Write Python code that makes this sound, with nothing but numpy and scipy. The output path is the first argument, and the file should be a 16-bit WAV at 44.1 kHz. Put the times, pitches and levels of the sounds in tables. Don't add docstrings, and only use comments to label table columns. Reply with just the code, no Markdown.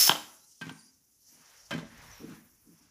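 import sys
import numpy as np
from scipy import signal
from scipy.fft import rfft, irfft
from scipy.io import wavfile

SR = 44100
rng = np.random.default_rng(int(sys.argv[2]) if len(sys.argv) > 2 else 0)


def boost_factor(decibels):
    exponent = np.asarray(decibels, float) / 20
    return 10 ** exponent


def master(y):
    cut = np.clip(np.atleast_2d(y).T, -1, 1)
    pcm = np.round(cut * 32767)
    wavfile.write(sys.argv[1], SR, pcm.astype(np.int16))


N = 127890
T = np.arange(N) / SR
LEAD = SR

# frequency in Hz, level in dB per Hz.
JET_COLOUR = [(150, -37), (900, -27.5), (2500, -19.5), (3900, -18), (5000, -10), (7400, -13.5),
              (8200, -24.5), (15300, -13.5)]
# frequency in Hz, width in Hz, gain in dB.
JET_PEAKS = [(5311, 160, 14.5), (6290, 350, 6.5), (7240, 130, -1.5), (10000, 1800, 11.5),
             (13700, 1100, 5.5)]
# time in seconds, gain in dB.
CHOKES = [
    (0.07, -2),
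    (0.075, -1),
]
# time in seconds, level in dB.
RUMBLE = [(0, -52.5), (.3, -86), (.6, -102), (1.6, -82), (1.75, -63.5), (2.1, -61), (2.3, -71), (2.9, -77)]
# frequency in Hz, level in dB per Hz.
FLOOR = [(15, -45.5), (25, -15), (69, -2.5), (218, -5.5), (412, -9), (579, -17.5), (4000, -22.5),
         (5200, -57), (8800, -120)]
# time in seconds, level in dB, brightness in dB per octave.
LEAK = [(.3, -56.5, 5.5), (.45, -62, 4), (.6, -61.5, 0), (.9, -64.5, 1), (1.05, -69.5, 8), (1.2, -67, 4),
        (1.3, -60.5, 1), (1.6, -60, -0.5), (1.85, -64.5, -1), (1.97, -67.5, 9), (2.05, -62, 5.5),
        (2.3, -63, 9.5), (2.45, -67.5, 13), (2.75, -66.5, 7), (2.9, -70, -0.5)]
# frequency in Hz, level in dB per Hz.
LEAK_COLOUR = [(1760, -34.5), (3000, -10), (3510, -16), (4070, -10.5), (5760, 3), (7560, -5.5), (8100, -12),
               (10000, -6.5), (15200, -15.5)]
# frequency in Hz, width in Hz, gain in dB.
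LEAK_PEAKS = [(4700, 790, 1.5), (6200, 600, 0.5), (10500, 1300, 2), (14500, 1300, 2.5)]
# time in seconds, level over the hiss in dB.
SPITS = [
    (.52, 2.5),
    (1.35, 4.5),
    (1.58, 3.5),
    (1.661, 2.5),
    (1.98, 7),
    (2.79, 4),
]
# time in seconds, peak in dB, brightness in dB per octave.
DROPS = [
    (0.0768, -14, -1),
    (0.0944, 1.5, 0),
    (.105, -22, -1),
    (0.1112, -12, 0),
    (0.1176, -13, 0),
    (.122, -20, 0),
    (.1525, -21, -1),
    (.158, -27, 0),
    (0.6938, -27, -1),
    (1.7872, -22, -4),
]
# frequency in Hz, level in dB, T60 in seconds.
WEIGHT_MODES = [(300, -34, 0.35), (388, -15, 0.018), (700, -7, 0.011), (978, 0.5, 0.011), (1140, 1, 0.0058),
                (1580, -4, .012), (2520, -5, 0.0041), (3120, 0.5, 0.012), (3690, -9.5, 0.012),
                (10500, -9, .006)]
# frequency in Hz, level in dB per Hz.
SHAKE_COLOUR = [(300, -13.5), (900, 0), (1500, -5.5), (2100, -9.5), (3100, -6), (4200, -8.5), (9000, -28)]
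# time in seconds, thud in dB, clatter in dB, thud brightness in dB per octave.
KNOCKS = [(0.097, -31, -60.5, 7), (0.6124, -41, -43.5, -13), (0.617, -32, -43.5, -10),
          (0.64, -40.5, -56, -5), (0.655, -45, -52, -6), (0.667, -29.5, -49, -12), (.678, -40.5, -56, 3),
          (0.695, -54, -44.5, -11), (0.713, -40, -67, 3.5), (1.708, -39.5, -35.5, 0),
          (1.7138, -46.5, -39, 6), (1.7276, -30.5, -55, -7), (1.7375, -39, -40.5, 11.5),
          (1.749, -24, -63, -4), (1.7617, -36, -50, -3), (1.78, -39.5, -45, 8), (1.791, -45, -58, 7.5),
          (1.809, -46.5, -69, 13.5), (1.829, -46.5, -70, 7)]
# frequency in Hz, level in dB, T60 in seconds.
TOP_MODES = [(118, -6.5, 0.057), (164.6, -1.5, 0.18), (219, 1.5, .09), (255, 2.5, 0.08), (304, -2.5, 0.1),
             (365, -9, 0.08), (447, -14, 0.08), (574.4, -25.5, 0.13)]
# frequency in Hz, level in dB per Hz.
CLATTER_COLOUR = [(400, -12), (700, -4.5), (1000, 1), (2000, -0.5), (3300, -7.5), (4500, -9), (8000, -25)]
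# start in seconds, length in seconds, first Hz, last Hz, level in dB.
WHISTLES = [
    (0.392, 0.053, 10800, 12320, -68.5),
    (0.393, 0.072, 3850, 4170, -69),
    (1.191, 0.08, 12270, 11700, -71.5),
    (1.271, 0.078, 12160, 12180, -65.5),
    (2.036, 0.24, 5530, 5600, -61.5),
    (2.109, 0.041, 6200, 5660, -54),
    (2.11, 0.11, 11700, 12000, -65.5),
]
# time in seconds, pitch in Hz, level in dB, octave-below level in dB.
SQUEALS = [
    [(.455, 9090, -87.5, -100), (.468, 9700, -68, -93), (.48, 8440, -68, -93), (.505, 8280, -75, -95),
     (.515, 9100, -71, -97), (.535, 8250, -74, -95), (.57, 8500, -67, -95), (.58, 9360, -65.5, -95),
     (.592, 8800, -85, -100)],
    [(.59, 8000, -85, -100), (.6, 8100, -76, -95), (.625, 8400, -68.5, -95), (.642, 9800, -75, -95),
     (.65, 9800, -90, -100)],
    [(.716, 9500, -85, -100), (.724, 8970, -57, -90), (.735, 8940, -64.5, -90), (.775, 8840, -66, -85),
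     (.782, 9700, -62, -61), (.798, 9650, -60, -61), (.81, 8800, -62, -61), (.814, 9440, -64, -68),
     (.818, 9630, -60, -64)],
    [(.818, 9360, -66, -68), (.838, 9800, -62, -62), (.85, 9740, -62, -66), (.858, 9450, -66, -60),
     (.874, 9950, -65, -70), (.882, 9700, -77, -63), (.905, 9630, -81, -65.5), (.915, 9280, -100, -90.5)],
]
# time in seconds, level in dB, brightness in dB per octave.
POT_HITS = [
    (0.613, -38.5, -5),
    (0.62, -42, -1.5),
    (0.696, -57, 4),
    (1.7089, -52, 10),
    (1.7137, -49.5, 5),
    (1.725, -32, -3.5),
    (1.737, -57, 14),
]
# frequency in Hz, level in dB, T60 in seconds.
POT_MODES = [(1557, -3, 0.16), (1593, 5.5, 0.054), (2120, -7, 0.017), (2307, -8.5, 0.13), (2530, -9, 0.17),
             (2975, -5, 0.029), (3090, 2, 0.072), (3900, -26, 0.022)]
# time in seconds, level in dB.
RUSTLE = [(1.2, -94), (1.33, -70.5), (1.5, -63), (1.68, -70.5), (1.8, -62.5), (1.9, -59.5), (2.0, -54.5),
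          (2.18, -59), (2.36, -57), (2.42, -67.5), (2.6, -79), (2.75, -74), (2.85, -72.5)]
# frequency in Hz, level in dB per Hz.
RUSTLE_COLOUR = [(240, -31), (400, -3), (1760, -0.5), (4550, -11), (5920, -9), (8000, -22.5),
                 (10400, -47.5), (17600, -120)]
# start in seconds, length in seconds, level in dB, slips per second, dB per octave.
DRAGS = [
    (1.27, 0.18, -68.5, 111, 2.5),
    (1.9, 0.23, -59, 70, -3.5),
    (2.195, 0.077, -47.5, 109, 9),
    (2.25, 0.093, -42.5, 120, 0.5),
    (2.35, 0.093, -58.5, 83, 0),
    (2.644, 0.11, -63, 170, 7.5),
    (2.77, 0.11, -69.5, 113, 3.5),
]
# time in seconds, level in dB.
DISH_HITS = [
    (1.7078, -32.5),
    (1.715, -38),
    (1.7615, -40.5),
    (1.828, -44),
]
# frequency in Hz, level in dB, T60 in seconds.
DISH_MODES = [(571, -8, .18), (657, -8.5, 0.14), (802, -8.5, 0.039), (1978, -7.5, 0.043),
              (2110, -15, 0.065)]
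# frequency in Hz, T60 in seconds.
KITCHEN_T60 = [(150, 0.6), (300, 0.69), (500, 0.51), (2000, .5), (6000, 0.36), (10000, .46), (13000, .24)]


def rms_one(x):
    return x / np.sqrt(np.mean(x ** 2) + 1e-20)


def in_time(rows):
    s, *columns = np.transpose(rows)
    return [np.interp(T, s, column) for column in columns]


def at_hz(points, hz):
    table_hz, values = np.transpose(points)
    return np.interp(np.log(hz), np.log(table_hz), values)


def drift(rate_hz, size=N):
    r = np.exp(-80 * np.pi * rate_hz / SR)
    white = rng.standard_normal(size // 40 + 2002)
    slow = signal.lfilter([1], [1, -2 * r, r * r], white)[2000:]
    return np.interp(np.arange(size) / 40, np.arange(len(slow)), rms_one(slow))


def phase_of(hz):
    return np.cumsum(hz) * 2 * np.pi / SR


def bump(t, s, width_s):
    return np.exp(-((t - s) / width_s) ** 2)


def ring(clicks, hz, t60_s):
    r, w = boost_factor(-60 / (t60_s * SR)), 2 * np.pi * hz / SR
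    return signal.lfilter([0, np.sin(w)], [1, -2 * r * np.cos(w), r * r], clicks + 1e-18)


def noise(colour, peaks=(), size=N):
    hz = np.maximum(np.fft.rfftfreq(size, 1 / SR), 1)
    db = at_hz(colour, hz)
    for peak_hz, width_hz, gain_db in peaks:
        db = db + gain_db / (1 + (2 * (hz - peak_hz) / width_hz) ** 2)
    octaves_below = np.maximum(np.log2(colour[0][0] / hz), 0)
    octaves_above = np.maximum(np.log2(hz / colour[-1][0]), 0)
    db = db - 18 * (octaves_below + octaves_above)
    return rms_one(irfft(rfft(rng.standard_normal(size)) * boost_factor(db), size))


def bands(x):
    hz, spectrum = np.maximum(np.fft.rfftfreq(len(x), 1 / SR), 1), rfft(x)
    for centre_hz in 60 * 2 ** np.arange(0, 8.5, .5):
        weights = np.maximum(1 - 2 * abs(np.log2(hz / centre_hz)), 0)
        yield centre_hz, irfft(spectrum * weights, len(x))


def strike(times_s, modes, levels_db, spread_db, tilt_db=0, sign=-1):
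    luck, out = rng.standard_normal((len(times_s), len(modes))), 0
    at = (np.asarray(times_s) * SR).astype(int)
    for k, (hz, db, t60_s) in enumerate(modes):
        octaves = np.log2(hz / modes[1][0])
        clicks = np.zeros(N)
        np.add.at(clicks, at, boost_factor(levels_db + db + tilt_db * octaves + spread_db * luck[:, k]))
        out = out + sign ** k * ring(clicks, hz, t60_s)
    return out


def soft(x, cut_hz=756):
    return signal.sosfilt(signal.butter(2, cut_hz, fs=SR, output="sos"), x)


def dying(times_s, levels_db, t60_s):
    return sum(boost_factor(db - 60 * np.maximum(T - s, 0) / t60_s) * (T > s) for s, db in zip(times_s, levels_db))


def kitchen(x):
    t = np.arange(SR) / SR
    tail = sum(b * boost_factor(-60 * t / at_hz(KITCHEN_T60, hz)) for hz, b in bands(rng.standard_normal(SR)))
    tail = tail * (t > 0.001)
    return signal.fftconvolve(x, tail / np.sqrt(np.sum(tail ** 2)))[:len(x)]


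def jet():
    level_db, sag_db_per_s, end_s, close_db_per_s = -18, 38.5, 0.084, 599
    tone_hz, tone_db, tone_waver, wet_db = 5380, -7, 0.0026, -10.5
    size = N + LEAD
    t = np.arange(-LEAD, N) / SR
    gain = boost_factor(level_db - sag_db_per_s * np.maximum(t, 0) - close_db_per_s * np.maximum(t - end_s, 0))
    tone = boost_factor(tone_db) * np.sin(phase_of(tone_hz * (1 + tone_waver * drift(40, size))))
    hiss = noise(JET_COLOUR, JET_PEAKS, size)
    flutter_db = 1.8 * drift(52, size) + sum(db * bump(t, s, 0.001) for s, db in CHOKES)
    direct = (hiss + tone) * gain * boost_factor(flutter_db)
    room_peaks = [(hz, width_hz, 0.44 * db) for hz, width_hz, db in JET_PEAKS]
    around = (noise(JET_COLOUR, room_peaks, size) + 0.78 * tone) * gain
    return (direct + boost_factor(wet_db) * kitchen(around))[LEAD:]


def rumble():
    return boost_factor(in_time(RUMBLE)[0] + 1.1 * drift(8)) * noise([(35, -5.0), (50, -2.5), (110, -3.5)])


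def room_floor():
    return boost_factor(-78.5) * noise(FLOOR)


def leak():
    db, tilt_db = in_time(LEAK)
    sputter_db = 0.9 * drift(20) + sum(spit_db * bump(T, s, .008) for s, spit_db in SPITS)
    out = np.zeros(N)
    for hz, band in bands(noise(LEAK_COLOUR, LEAK_PEAKS)):
        if hz > 1500:
            out += band * boost_factor(db + sputter_db + tilt_db * np.log2(hz / 8000) + 1.7 * drift(13))
    return out


def weight():
    s, db, tilt_db = np.transpose(DROPS)
    clank = soft(strike(s, WEIGHT_MODES, db - 5.5, spread_db=3.0, tilt_db=tilt_db), 5000)
    return clank, dying(s, db - 26.5, t60_s=0.096) * noise(SHAKE_COLOUR)


def knocks():
    s, thud_db, clatter_db, tilt_db = np.transpose(KNOCKS)
    clatter = dying(s, clatter_db, t60_s=0.068) * noise(CLATTER_COLOUR)
    crack = dying(s, clatter_db - 5, t60_s=0.022) * noise([(3000, -1.5), (7000, -7), (15000, -15.5)])
    thuds = soft(strike(s, TOP_MODES, thud_db - 6.5, spread_db=2.0, tilt_db=tilt_db, sign=0.93))
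    return thuds, clatter + crack


def whistles():
    out, waver, rough = np.zeros(N), np.tanh(drift(150)), 1 + .55 * drift(170)
    for s, length_s, from_hz, to_hz, db in WHISTLES:
        u = (T - s) / length_s
        hz = from_hz + (to_hz - from_hz) * np.clip(u, 0, 1)
        fade = np.clip(5 * np.minimum(u, 1 - u), 0, 1)
        out += boost_factor(db) * fade * rough * np.sin(phase_of(hz * (1 + .018 * waver)))
    return out


def squeals():
    out, waver, rough = np.zeros(N), drift(90), 1 + .55 * drift(170)
    for rows in SQUEALS:
        hz, db, half_db = in_time(rows)
        phase = phase_of(hz * (1 + .008 * waver))
        tones = boost_factor(db) * np.sin(phase) + boost_factor(half_db) * np.sin(phase / 2)
        out += (T >= rows[0][0]) * (T < rows[-1][0]) * rough * tones
    return out


def pot():
    s, db, tilt_db = np.transpose(POT_HITS)
    return soft(strike(s, POT_MODES, db, spread_db=2.6, tilt_db=tilt_db), 5000)


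def rustle():
    db, = in_time([(.8, -102)] + list(RUSTLE))
    together_db = 0.5 * drift(10)
    cloth = bands(noise(RUSTLE_COLOUR))
    return sum(b * boost_factor(db + together_db + 2.2 * drift(7.1)) for hz, b in cloth if hz > 200)


def drags():
    damped = [(hz, db, .6 * t60_s) for hz, db, t60_s in TOP_MODES[:-1]]
    out = 0
    for s, length_s, db, slips_per_s, tilt_db in DRAGS:
        luck = rng.standard_normal((40, 2))
        times_s = s + (np.arange(40) + .3 * luck[:, 0]) / slips_per_s
        swell = 3 * np.minimum(times_s - s + .01, s + length_s - times_s) / length_s
        slip_db = db + 20 * np.log10(np.clip(swell, 1e-4, 1)) + 1.5 * luck[:, 1]
        out = out + strike(times_s.clip(0, T[-1]), damped, slip_db, spread_db=3, tilt_db=tilt_db)
    return soft(out, 520)


def dish():
    s, db = np.transpose(DISH_HITS)
    return strike(s, DISH_MODES, db, spread_db=2.0)


def scene():
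    clank, shake = weight()
    thuds, clatter = knocks()
    rings, noises, lows = clank + pot() + dish(), shake + clatter, thuds + drags()
    wet = kitchen(0.24 * rings + noises + 0.44 * lows)
    hits = rings + noises + lows + boost_factor(-6.5) * wet
    airborne = signal.sosfilt(signal.butter(4, 125, "high", fs=SR, output="sos"), jet() + hits)
    close = leak() + whistles() + squeals() + rustle()
    return (airborne + close + rumble() + room_floor())[None]


def top_cut(x):
    return signal.sosfilt(signal.butter(12, 15390, fs=SR, output="sos"), x)


def record(dry):
    mix = signal.sosfilt(signal.ellip(10, .5, 45, 15450, fs=SR, output="sos"), dry)
    return top_cut(mix)


dry = scene()
out = record(dry)
master(out)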